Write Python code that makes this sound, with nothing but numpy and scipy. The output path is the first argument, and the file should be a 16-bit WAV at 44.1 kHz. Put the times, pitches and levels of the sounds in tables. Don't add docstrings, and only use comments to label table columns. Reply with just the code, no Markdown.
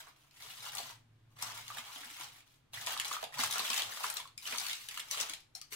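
import sys
import numpy as np
from scipy import signal
from scipy.fft import rfft, irfft, next_fast_len
from scipy.io import wavfile
from scipy.ndimage import uniform_filter1d

SR = 44100
rng = np.random.default_rng(int(sys.argv[2]) if len(sys.argv) > 2 else 0)


def amplitude_ratio(level_db):
    exponent = np.asarray(level_db, float) / 20
    return 10 ** exponent


def to_wav(s):
    ch = np.atleast_2d(s).T
    pcm = np.round(np.clip(ch, -1, 1) * 32767)
    wavfile.write(sys.argv[1], SR, pcm.astype(np.int16))


N = 253575


def rms_one(x):
    return x / np.sqrt(np.mean(x ** 2) + 1e-20)


def in_time(rows):
    s, *columns = np.transpose(rows)
    return [np.interp(np.arange(N) / SR, s, column) for column in columns]


def at_hz(points, hz):
    table_hz, value = np.array(points).T
    return np.interp(np.log(np.maximum(hz, 1)), np.log(table_hz), value)


def drift(rate):
    r = np.exp(-80 * np.pi * rate / SR)
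    slow = signal.lfilter([1], [1, -2 * r, r * r], rng.standard_normal(N // 40 + 2002))[2000:]
    return np.interp(np.arange(N) / 40, np.arange(len(slow)), rms_one(slow))


def ring(clicks, hz, t60):
    r = amplitude_ratio(-60 / (t60 * SR))
    w = 2 * np.pi * min(hz, .45 * SR) / SR
    return signal.lfilter([np.sin(w)], [1, -2 * r * np.cos(w), r * r], clicks + 1e-18)


def coloured(x, points, share=1):
    size = next_fast_len(x.shape[-1])
    gain = amplitude_ratio(share * at_hz(points, np.fft.rfftfreq(size, 1 / SR)))
    return irfft(rfft(x, size) * gain, size)[..., :x.shape[-1]]


# frequency in Hz, correlation from 0 to 1.
FIELD_LIKENESS = [(30, .985), (100, 0.86), (170, 0.35), (300, 0.071), (600, 0.2), (1200, 0.34),
                  (3000, 0.031)]


def pair(shape):
    mid, side = rfft(rng.standard_normal((2, shape)))
    alike = np.clip(at_hz(FIELD_LIKENESS, np.fft.rfftfreq(shape, 1 / SR)), 0, 1)
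    both = np.sqrt(1 + alike) * mid + np.sqrt(1 - alike) * side * [[1], [-1]]
    return irfft(both, shape) / np.sqrt(2)


# frequency in Hz, level in dB per Hz.
AIR_SPECTRUM = [(180, -31), (300, -6.5), (343, -13.5), (450, -16), (994, -16.5), (3700, -21.5), (4370, -26),
                (13300, -37), (16000, -47)]
# frequency in Hz, level in dB per Hz.
RUMBLE_SPECTRUM = [(15, 5), (40, -1), (90, 2.5), (190, -9), (350, -8.5), (600, -38)]


def still_air():
    out = 0
    for spectrum, level_db in ((AIR_SPECTRUM, -75.5), (RUMBLE_SPECTRUM, -76.5)):
        noise = pair(N + N % 2)[:, :N]
        out = out + amplitude_ratio(level_db) * rms_one(coloured(noise, spectrum))
    return out


# time in seconds, level in dB.
DRONE_LEVEL = [(0.0, -79.5), (0.89, -66.5), (1.68, -64), (2.03, -80.5), (2.32, -67.5), (2.37, -77),
               (2.69, -72.5), (2.77, -64), (2.9, -70), (3.27, -76), (3.43, -57.5), (3.73, -85), (3.88, -64),
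               (3.96, -84), (4.37, -70), (4.42, -75.5), (5.61, -76), (5.75, -72)]
# frequency in Hz, bandwidth in Hz, level in dB.
ROOM_MODES = [
    (111, 6, -7),
    (137, 14, -3),
    (245, 30, -14),
]


def drone():
    out = 0
    for hz, width_hz, level_db in ROOM_MODES:
        t60 = np.log(1000) / np.pi / width_hz
        out = out + amplitude_ratio(level_db) * rms_one(ring(rng.standard_normal(N), hz, t60))
    near_s, hum_db, hum_hz, wander_hz = 1.3, 14.5, 110.6, 0.13
    near = np.exp(-((np.arange(N) / SR - near_s) / 0.57) ** 4)
    turns = np.cumsum(hum_hz + wander_hz * drift(1.73)) / SR
    out = out + amplitude_ratio(hum_db - 17 * (1.5 - near)) * np.sin(2 * np.pi * turns)
    steady = out / np.sqrt(uniform_filter1d(out ** 2, size=9000))
    return amplitude_ratio(in_time(DRONE_LEVEL)[0]) * steady


# start in seconds, peak in dB, frequency in Hz, t60 in seconds.
PALM_TUCKS = [(1.462, -61, 239, 0.19), (1.789, -58, 243, 0.14), (1.96, -55.5, 274, 0.089),
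              (2.011, -61, 290, 0.21), (2.06, -58.5, 245, 0.17), (2.112, -58.5, 286, 0.092),
              (2.2, -58.5, 330, 0.11), (4.529, -54, 243, 0.19), (5.302, -54.5, 310, 0.1),
              (2.776, -56, 122, 0.097), (3.392, -43.5, 247, 0.15), (3.459, -59, 107, 0.1),
              (3.828, -55, 418, 0.12), (5.723, -53.5, 425, 0.17), (2.868, -53, 438, .1),
              (3.226, -54, 452, .1), (3.7, -55, 251, 0.12), (4.05, -55, 440, .1), (5.172, -53, 450, .1),
              (.45, -61, 436, .12), (.83, -60, 252, .14)]


def tucks():
    out = np.zeros(N)
    for s, peak_db, hz, t60 in PALM_TUCKS:
        push, i = np.zeros(N), round(s * SR)
        push[i:i + 60] = np.hanning(60) / 30
        out += amplitude_ratio(peak_db) * ring(push, hz, t60)
    return out


# start in seconds, peak in dB, frequency in Hz, t60 in seconds.
AIR_POCKETS = [(0.757, -46.5, 787, 0.15), (0.799, -43, 712, 0.063), (0.857, -48.5, 1054, 0.048),
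               (0.898, -47, 950, 0.05), (1.425, -45, 1090, 0.019), (1.702, -42, 1180, 0.038),
               (1.716, -48, 1280, 0.028), (1.782, -43, 1195, 0.04), (3.141, -39.5, 1330, 0.022),
               (3.166, -33.5, 1237, 0.03), (4.047, -43.5, 994, 0.074), (4.198, -46, 1000, 0.031),
               (4.253, -51.5, 1100, 0.044), (3.113, -39.5, 1164, 0.031), (3.499, -38, 1120, 0.013),
               (3.558, -41, 1150, 0.014), (4.425, -65, 1000, 0.061), (4.454, -39, 3050, 0.067)]


def flaps():
    push_s = 0.0014
    out = np.zeros(N)
    pushes = rng.standard_normal(size=(30, 400)) * np.exp(-np.arange(400) / SR / push_s)
    for (s, peak_db, hz, t60), push in zip(AIR_POCKETS, pushes):
        high = signal.butter(2, hz / 2, "high", fs=SR, output="sos")
        tone = signal.sosfilt(high, ring(np.pad(push, (0, 4000)), hz, t60))
        i = round(s * SR)
        out[i:i + 4400] += amplitude_ratio(peak_db) * tone / np.abs(tone).max()
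    return out


# start in seconds, hold in seconds, crinkle in dB, slack in dB.
EARLY_STROKES = [(0.0, 0.0045, -50.5, -1), (0.066, 0.01, -60, 9), (0.164, 0.11, -71, 4),
                 (0.33, 0.056, -66, -8), (0.364, .02, -59.5, -14), (0.405, 0.25, -51, -13.5),
                 (0.62, 0.065, -46.5, -6), (0.723, 0.028, -47.5, -1), (0.758, 0.027, -41, -17.5),
                 (0.769, 0.13, -50, -7), (1.308, 0.007, -74, 5), (1.363, 0.011, -66, 15),
                 (1.391, 0.018, -53, 9), (1.416, 0.019, -44.5, 0), (1.456, 0.059, -47, 1),
                 (1.551, 0.042, -46.5, -9), (1.635, 0.11, -56.5, -14), (1.688, 0.063, -52, -4),
                 (1.768, 0.021, -47, 1), (1.841, 0.16, -52.5, 1), (1.93, 0.32, -51, -11.5),
                 (2.194, 0.028, -45.5, -11), (2.28, 0.1, -59, -3.5), (2.464, 0.088, -70, -4),
                 (2.74, 0.1, -46.5, -4), (2.87, 0.058, -40.5, -1)]
# start in seconds, hold in seconds, crinkle in dB, slack
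# in dB.
LATER_STROKES = [(2.91, 0.093, -50, -1), (3.037, 0.043, -45, -1), (3.108, 0.037, -42.5, -7),
                 (3.184, 0.028, -59, 0), (3.217, 0.0041, -53, 13), (3.332, 0.052, -50, 0),
                 (3.385, 0.015, -37, 15), (3.394, 0.051, -35, -12.5), (3.502, 0.3, -39.5, -7.5),
                 (3.761, 0.021, -34.5, -15), (3.838, 0.052, -48, 7), (3.91, 0.12, -43, -22),
                 (4.036, 0.0097, -35.5, -12), (4.078, 0.024, -47, 12), (4.161, 0.0047, -42, -7),
                 (4.197, 0.031, -59, 19), (4.385, .005, -53, -45), (4.426, 0.027, -46.5, -22),
                 (4.462, 0.1, -43, -4), (4.599, 0.11, -41, -17), (4.75, 0.11, -49.5, -29),
                 (4.914, 0.082, -48.5, -15), (5.024, 0.067, -57, -3), (5.109, 0.031, -39, -13),
                 (5.169, 0.0099, -41, 1), (5.197, 0.021, -39.5, -9), (5.256, 0.057, -51, 4),
                 (5.557, 0.015, -58, -27), (5.622, .005, -67, -26), (5.708, .016, -59, -15),
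                 (5.723, .04, -40, -33)]


def handling():
    grip_db_per_s, settle_db_per_s, crease_settle_db_per_s = 1496, 267, 129
    t = np.arange(0, N + 32, 32) / SR
    s, hold_s, level_db, slack_db = np.transpose(EARLY_STROKES + LATER_STROKES)[..., None]
    settling_s = np.maximum(t - s - hold_s, 0)
    pull_db = level_db - grip_db_per_s * np.maximum(s - t, 0) - settle_db_per_s * settling_s
    power = amplitude_ratio(pull_db) ** 2 + 1e-14
    crinkle_db, share = 10 * np.log10(power.sum(0)), power / power.sum(0)
    fold_db = (share * slack_db).sum(0)
    settling_s = (share * np.minimum(settling_s, .2)).sum(0)
    crease_db = -15.5 - 0.71 * fold_db - 0.26 * (crinkle_db + 49.5) - crease_settle_db_per_s * settling_s
    return in_time(np.transpose([t, crinkle_db, fold_db, crease_db]))


# frequency in Hz, level in dB per Hz.
SHEET_SPECTRUM = [(180, -50), (300, -33), (511, -16), (565, -51), (645, 0.5), (1040, 9), (2250, 3.5),
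                  (3080, 14), (3350, 12.5), (4910, 5.5), (15200, 3), (16000, -34)]
CREASE_ZONES_HZ = [800, 1500, 3200, 10000]


def crinkle(per_s, spread_db, clump_db, cycles, wide):
    crinkle_db, fold_db, crease_db = handling()
    sizes = amplitude_ratio(spread_db * np.minimum(rng.exponential(1, N), 4.0)) * rng.choice([-1, 1], N)
    chance = per_s * amplitude_ratio(clump_db * np.clip(drift(80.0), -1.5, 1.8)) / SR
    snaps = sizes * (rng.random(N) < chance)
    snaps = snaps / np.sqrt(uniform_filter1d(snaps ** 2, size=2600) + .02)
    pitches, dealt = np.geomspace(330, 16000, num=36), rng.integers(0, 36, N)
    whole = rng.random(N) < wide
    fold_share = list(zip(CREASE_ZONES_HZ, [0.5, 0.23, 0.12, 0.34]))
    crease_share = list(zip(CREASE_ZONES_HZ, [0.018, 0.011, 0.0023, 0.47]))
    out = 0
    for k, hz in enumerate(pitches):
        struck = snaps * ((dealt == k) + 0.49 * whole * (-1) ** k)
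        patch = rms_one(np.diff(ring(struck, hz, cycles / hz), prepend=0))
        level_db = at_hz(SHEET_SPECTRUM, hz) + at_hz(fold_share, hz) * (fold_db + 12.5)
        level_db = level_db + at_hz(crease_share, hz) * (crease_db + 0.5)
        out = out + amplitude_ratio(level_db) * np.sqrt(hz) * patch
    return amplitude_ratio(crinkle_db - 53) * out


# start in seconds, peak in dB, pitch in Hz.
TIGHT_CREASES = [(.603, -31, 3420), (2.044, -31, 3330), (2.143, -35, 2280), (2.197, -36, 3530),
                 (2.974, -17.5, 3600), (3.51, -21.5, 4900), (3.648, -18.5, 2900), (3.73, -13, 2880),
                 (3.761, -16.5, 3380), (3.776, -12.5, 3270), (4.472, -20, 3200), (4.558, -21.5, 3730),
                 (4.582, -12.5, 4470), (4.597, -19.5, 4870), (4.664, -17, 4180), (4.684, -21, 4720),
                 (4.71, -18, 3200), (4.729, -17, 3160), (4.909, -30, 2860), (5.173, -24, 3000),
                 (5.208, -16.5, 4570), (3.665, -30, 3500), (3.715, -23, 3300), (3.793, -19, 3700),
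                 (3.804, -23, 2600), (3.831, -24, 3320), (3.858, -31, 5000), (3.897, -32, 5000),
                 (4.064, -22.5, 5000), (4.612, -28, 4500), (4.694, -26, 4500), (4.751, -27, 6000),
                 (4.574, -21, 8060), (3.142, -23, 3200), (3.396, -27, 5300), (0.049, -46, 5000),
                 (2.91, -22, 3020), (2.93, -31, 2800), (1.783, -23.5, 2570), (4.168, -33, 5930),
                 (.892, -33, 4340), (.781, -22, 4550)]
# start in seconds, peak in dB, pitch in Hz.
FULL_CREASES = [(.392, -42, 2380), (.422, -29, 4350), (.5, -28.5, 3000), (0.629, -37, 3340),
                (0.75, -21.5, 8500), (1.398, -34, 1770), (1.424, -16, 6140), (1.574, -30, 2960),
                (1.959, -25, 2900), (2.209, -24.5, 3390), (2.733, -26, 2870), (2.743, -41, 3030),
                (2.87, -15.5, 3300), (3.079, -24, 5400), (3.226, -22.5, 1680), (3.39, -17, 4430),
                (3.435, -14, 6660), (3.593, -11.5, 3750), (3.701, -11, 3650), (3.819, -14.5, 3680),
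                (4.126, -24.5, 4266), (4.453, -28, 3220), (4.524, -15, 2300), (5.201, -15, 6000),
                (5.722, -25.5, 2240)]
# start in seconds, peak in dB, pitch in Hz.
WIDE_FOLDS = [(0.069, -32.5, 1040), (.783, -29, 770), (1.368, -43, 890), (1.7, -29, 1180),
              (1.748, -26.5, 1060), (1.781, -25, 1270), (2.033, -27, 1690), (2.772, -21.5, 1730),
              (2.965, -23.5, 1120), (3.112, -19, 1160), (3.135, -18, 1210), (3.168, -29, 1178),
              (3.227, -19.5, 840), (3.323, -33, 1850), (3.34, -25, 1840), (3.557, -16, 1390),
              (3.743, -18, 2120), (3.921, -21.5, 1572), (3.969, -21.5, 1100), (4.005, -20.5, 998),
              (4.041, -15, 1140), (4.504, -29, 856)]
# start in seconds, peak in dB, pitch in Hz.
CREASE_CRACKS = [(0.16, -59, 3000), (0.36, -48, 2120), (2.405, -44, 2500), (4.274, -34.5, 3600),
                 (5.403, -40.5, 4200), (0.31, -42, 3170), (1.68, -25, 3800), (3.24, -19, 3200),
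                 (3.227, -27, 3200), (3.7, -29, 3300), (5.296, -19.5, 4250), (5.335, -22, 3140),
                 (0.72, -30.5, 3900), (1.5, -33, 5000), (2.998, -13, 2800), (3.001, -37, 2940),
                 (3.014, -22.5, 2700), (3.047, -18, 4100), (3.128, -21, 3800), (3.135, -42, 3000),
                 (3.525, -17, 3800), (4.169, -17, 4400), (5, -22, 2400), (4.974, -33, 5000),
                 (4.995, -23, 1800), (5.085, -33, 4900), (5.111, -14.5, 5600), (5.146, -36, 3000),
                 (5.228, -24, 2900), (3.403, -21, 4800), (4.2, -25, 3100), (3.461, -20.5, 4900),
                 (3.537, -21, 5100), (4.1, -15, 8600), (3.581, -17, 3800), (3.76, -24, 2600),
                 (4.415, -40, 4800), (4.011, -32, 4600), (2.862, -31, 7900), (1.387, -39, 3000),
                 (1.317, -62, 6000), (3.21, -33, 3500), (5.717, -44, 6000), (1.771, -26.5, 2200),
                 (2.1, -32, 1900), (2.17, -34, 2400), (5.132, -27, 4000), (4.377, -31, 7300),
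                 (5.55, -33, 4300), (5.614, -28.5, 4900), (3.742, -15.5, 8700), (3.167, -34, 3500),
                 (3.654, -27, 13100), (4.14, -17, 13300), (5.9, -18, 13000)]
# start in seconds, peak in dB, centre in Hz.
FOLD_RIPS = [(2.863, -21, 5000), (2.93, -27, 7000), (2.999, -22.5, 6000), (3.052, -25, 4000),
             (3.081, -26, 8000), (3.101, -32, 7000), (3.134, -27, 11000), (3.473, -26, 6960),
             (3.51, -23, 9000), (3.526, -21, 8000), (3.537, -22, 3960), (3.581, -24, 8900),
             (3.666, -27, 9000), (3.689, -31, 7000), (4.167, -27.5, 5500), (4.266, -52, 4500),
             (4.474, -30, 5000), (4.886, -21.5, 3000), (4.91, -28, 2500), (4.941, -30, 2500),
             (4.974, -22, 3000), (4.995, -29, 8000), (5.111, -22, 6000), (5.145, -25, 4000),
             (5.178, -30, 6000), (5.209, -17.5, 5000), (5.228, -25, 4000), (5.297, -28.5, 3530),
             (5.336, -25, 3500), (5.559, -33, 5000), (3.435, -16, 3960), (3.166, -32, 2000),
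             (1.422, -26, 5000), (4.047, -24.5, 4000), (3.781, -28, 5000), (3.821, -32, 4450),
             (1.79, -33, 4000), (2.008, -40, 4050), (2.233, -33, 4000)]
# start in seconds, peak in dB, pitch in Hz.
RING_TAPS = [(4.377, -30, 2420), (4.378, -30, 3820), (4.377, -25.5, 5160), (4.376, -40, 7500),
             (5.551, -24.5, 4300), (5.551, -23.5, 5350), (5.551, -30, 9800), (5.553, -38, 765),
             (5.555, -41, 1650), (5.614, -30, 4670), (5.616, -36, 2980), (5.617, -40.5, 1234),
             (5.622, -35, 4500)]
# start in seconds, peak in dB, pitch in Hz.
UNDER_FOLDS = [(2.871, -22, 900), (2.989, -21.5, 1090), (3.226, -22.5, 644), (3.372, -24.5, 1010),
               (3.391, -15, 910), (3.434, -16, 1200), (3.556, -18.5, 1107), (3.602, -23, 1000),
               (3.701, -20, 1000), (3.73, -19.5, 1200), (3.893, -27, 1100), (4.166, -24, 1200),
               (4.612, -25, 1000), (4.973, -27, 1410), (5.143, -23, 1200), (5.176, -28, 700),
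               (5.222, -22, 1100), (4.886, -30, 1700), (4.695, -20, 3300), (2.42, -46, 2500),
               (2.36, -43, 1790)]
# dull part in dB, broad crack in dB, volley in ms, swell from 0 to 2,
# ringing in cycles.
CREASE_KINDS = [
    (-33, -12.5, 1.06, 1.6, 7.1),
    (-10, -17, 1.01, 0.87, 7.8),
    (-49, -31, 0.78, 0.78, 9.7),
    (-47, -10, 1.06, 0.12, 6.8),
    (-23, -9, 1.83, .5, 4.3),
    (-50, -20, 0.71, 0.26, 44),
]


def pops(dull_hz):
    spiky = 1.38
    out, ms = np.zeros(N), np.arange(1500) / SR * 1000
    groups = (TIGHT_CREASES, FULL_CREASES, WIDE_FOLDS, CREASE_CRACKS, FOLD_RIPS, RING_TAPS, UNDER_FOLDS)
    kinds = CREASE_KINDS + CREASE_KINDS[2:3]
    creases = [(*row, *kind) for rows, kind in zip(groups, kinds) for row in rows]
    snaps = rng.standard_normal((240, 1500))
    snaps = snaps * np.abs(snaps) ** spiky
    crack = signal.butter(2, [1800, 13000], "band", fs=SR, output="sos")
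    for (s, peak_db, hz, dull_db, broad_db, length_ms, swell, cycles), row in zip(creases, snaps):
        length_ms = max(length_ms, .3)
        volley = row * ms ** max(swell, .1) * np.exp(-ms / length_ms)
        tone = np.diff(ring(volley, hz, max(cycles, 1) / hz), prepend=0)
        parts = tone, signal.sosfilt(crack, volley), ring(volley, dull_hz, 0.015)
        tone, broad, dull = (rms_one(part) / np.sqrt(1500 / (44 * length_ms + 30)) for part in parts)
        pop = amplitude_ratio(peak_db - 18) * (tone + amplitude_ratio(broad_db) * broad + amplitude_ratio(dull_db) * dull)
        i = round(s * SR)
        out[i:i + 1500] += pop[:N - i]
    return out


# frequency in Hz, t60 in seconds, level in dB.
TIN_MODES = [
    (243, 0.12, -43.5),
    (457.6, 0.052, -41),
]


def radiated(x):
    thin = signal.sosfilt(signal.butter(6, 620, "high", fs=SR, output="sos"), x)
    hum = sum(amplitude_ratio(level_db) * ring(x, hz, t60) for hz, t60, level_db in TIN_MODES)
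    return thin + signal.sosfilt(signal.butter(4, 190, "high", fs=SR, output="sos"), hum)


# start in seconds, level in dB, t60 in seconds, dulled above in Hz.
REFLECTIONS = [
    (.0005, 0, 0.011, 17900),
    (.003, -1.5, 0.11, 13300),
    (.008, -4.5, .3, 7000),
]
# frequency in Hz, left over right in dB.
PORT_LEAN = [(500, 0.5), (1300, -1.3), (2400, -3.5), (4400, 2), (7000, 8.5), (15000, 6.5)]


def kitchen(x, lag_s, stay_s, count):
    t, out, size = np.arange(SR // 2) / SR, 0, next_fast_len(N + SR // 2, True)
    visit = (np.arange(N) / SR / max(stay_s, .004)).astype(int)
    place = rng.integers(0, count, 2000)[visit]
    for k, far in enumerate(rng.uniform(-0.45, 2, count)):
        response = np.zeros((2, len(t)))
        response[[1, 0], [round((1 + far) * lag_s * SR), round(lag_s * SR)]] = 1
        for start, level_db, t60, dull_hz in REFLECTIONS:
            dull = np.exp(-2 * np.pi * dull_hz / SR)
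            swarm = signal.lfilter([1], [1, -2 * dull, dull ** 2], pair(len(t)))
            swarm = swarm * (t > start) * amplitude_ratio(-60 * t / t60)
            response += amplitude_ratio(level_db) * swarm / np.sqrt(np.sum(swarm ** 2, axis=1, keepdims=True))
        here = x * uniform_filter1d(1. * (place == k), size=88)
        out = out + rfft(here, size) * rfft(response, size)
    lean_db = at_hz(PORT_LEAN, np.fft.rfftfreq(size, 1 / SR)) * [[.5], [-.5]]
    return irfft(out * amplitude_ratio(lean_db), size)[:, :N]


# time in seconds, left over right in dB.
HAND_PATH = [
    (0, -2),
    (.7, 0),
    (1.7, -0.4),
    (2.3, -1),
    (3.2, -0.5),
    (4.7, -0.5),
    (5.2, -0.5),
    (5.75, 1),
]


def scene():
    sheet = crinkle(per_s=5001, spread_db=1.5, clump_db=4.5, cycles=5.5, wide=0.55) + pops(dull_hz=1040)
    pockets = flaps()
    source = radiated(sheet + amplitude_ratio(-4.5) * pockets)
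    hands = amplitude_ratio(in_time(HAND_PATH)[0] * [[.5], [-.5]])
    near = kitchen(source, lag_s=.0002, stay_s=.012, count=12) * hands / 1.144
    return near + pockets + tucks() + drone() + still_air()


def top_cut(x):
    return signal.sosfilt(signal.butter(12, 17040, fs=SR, output="sos"), x)


def record(dry):
    cut = signal.sosfilt(signal.cheby2(14, 50, 16300, fs=SR, output="sos"), dry)
    return top_cut(cut)


dry = scene()
out = record(dry)
to_wav(out)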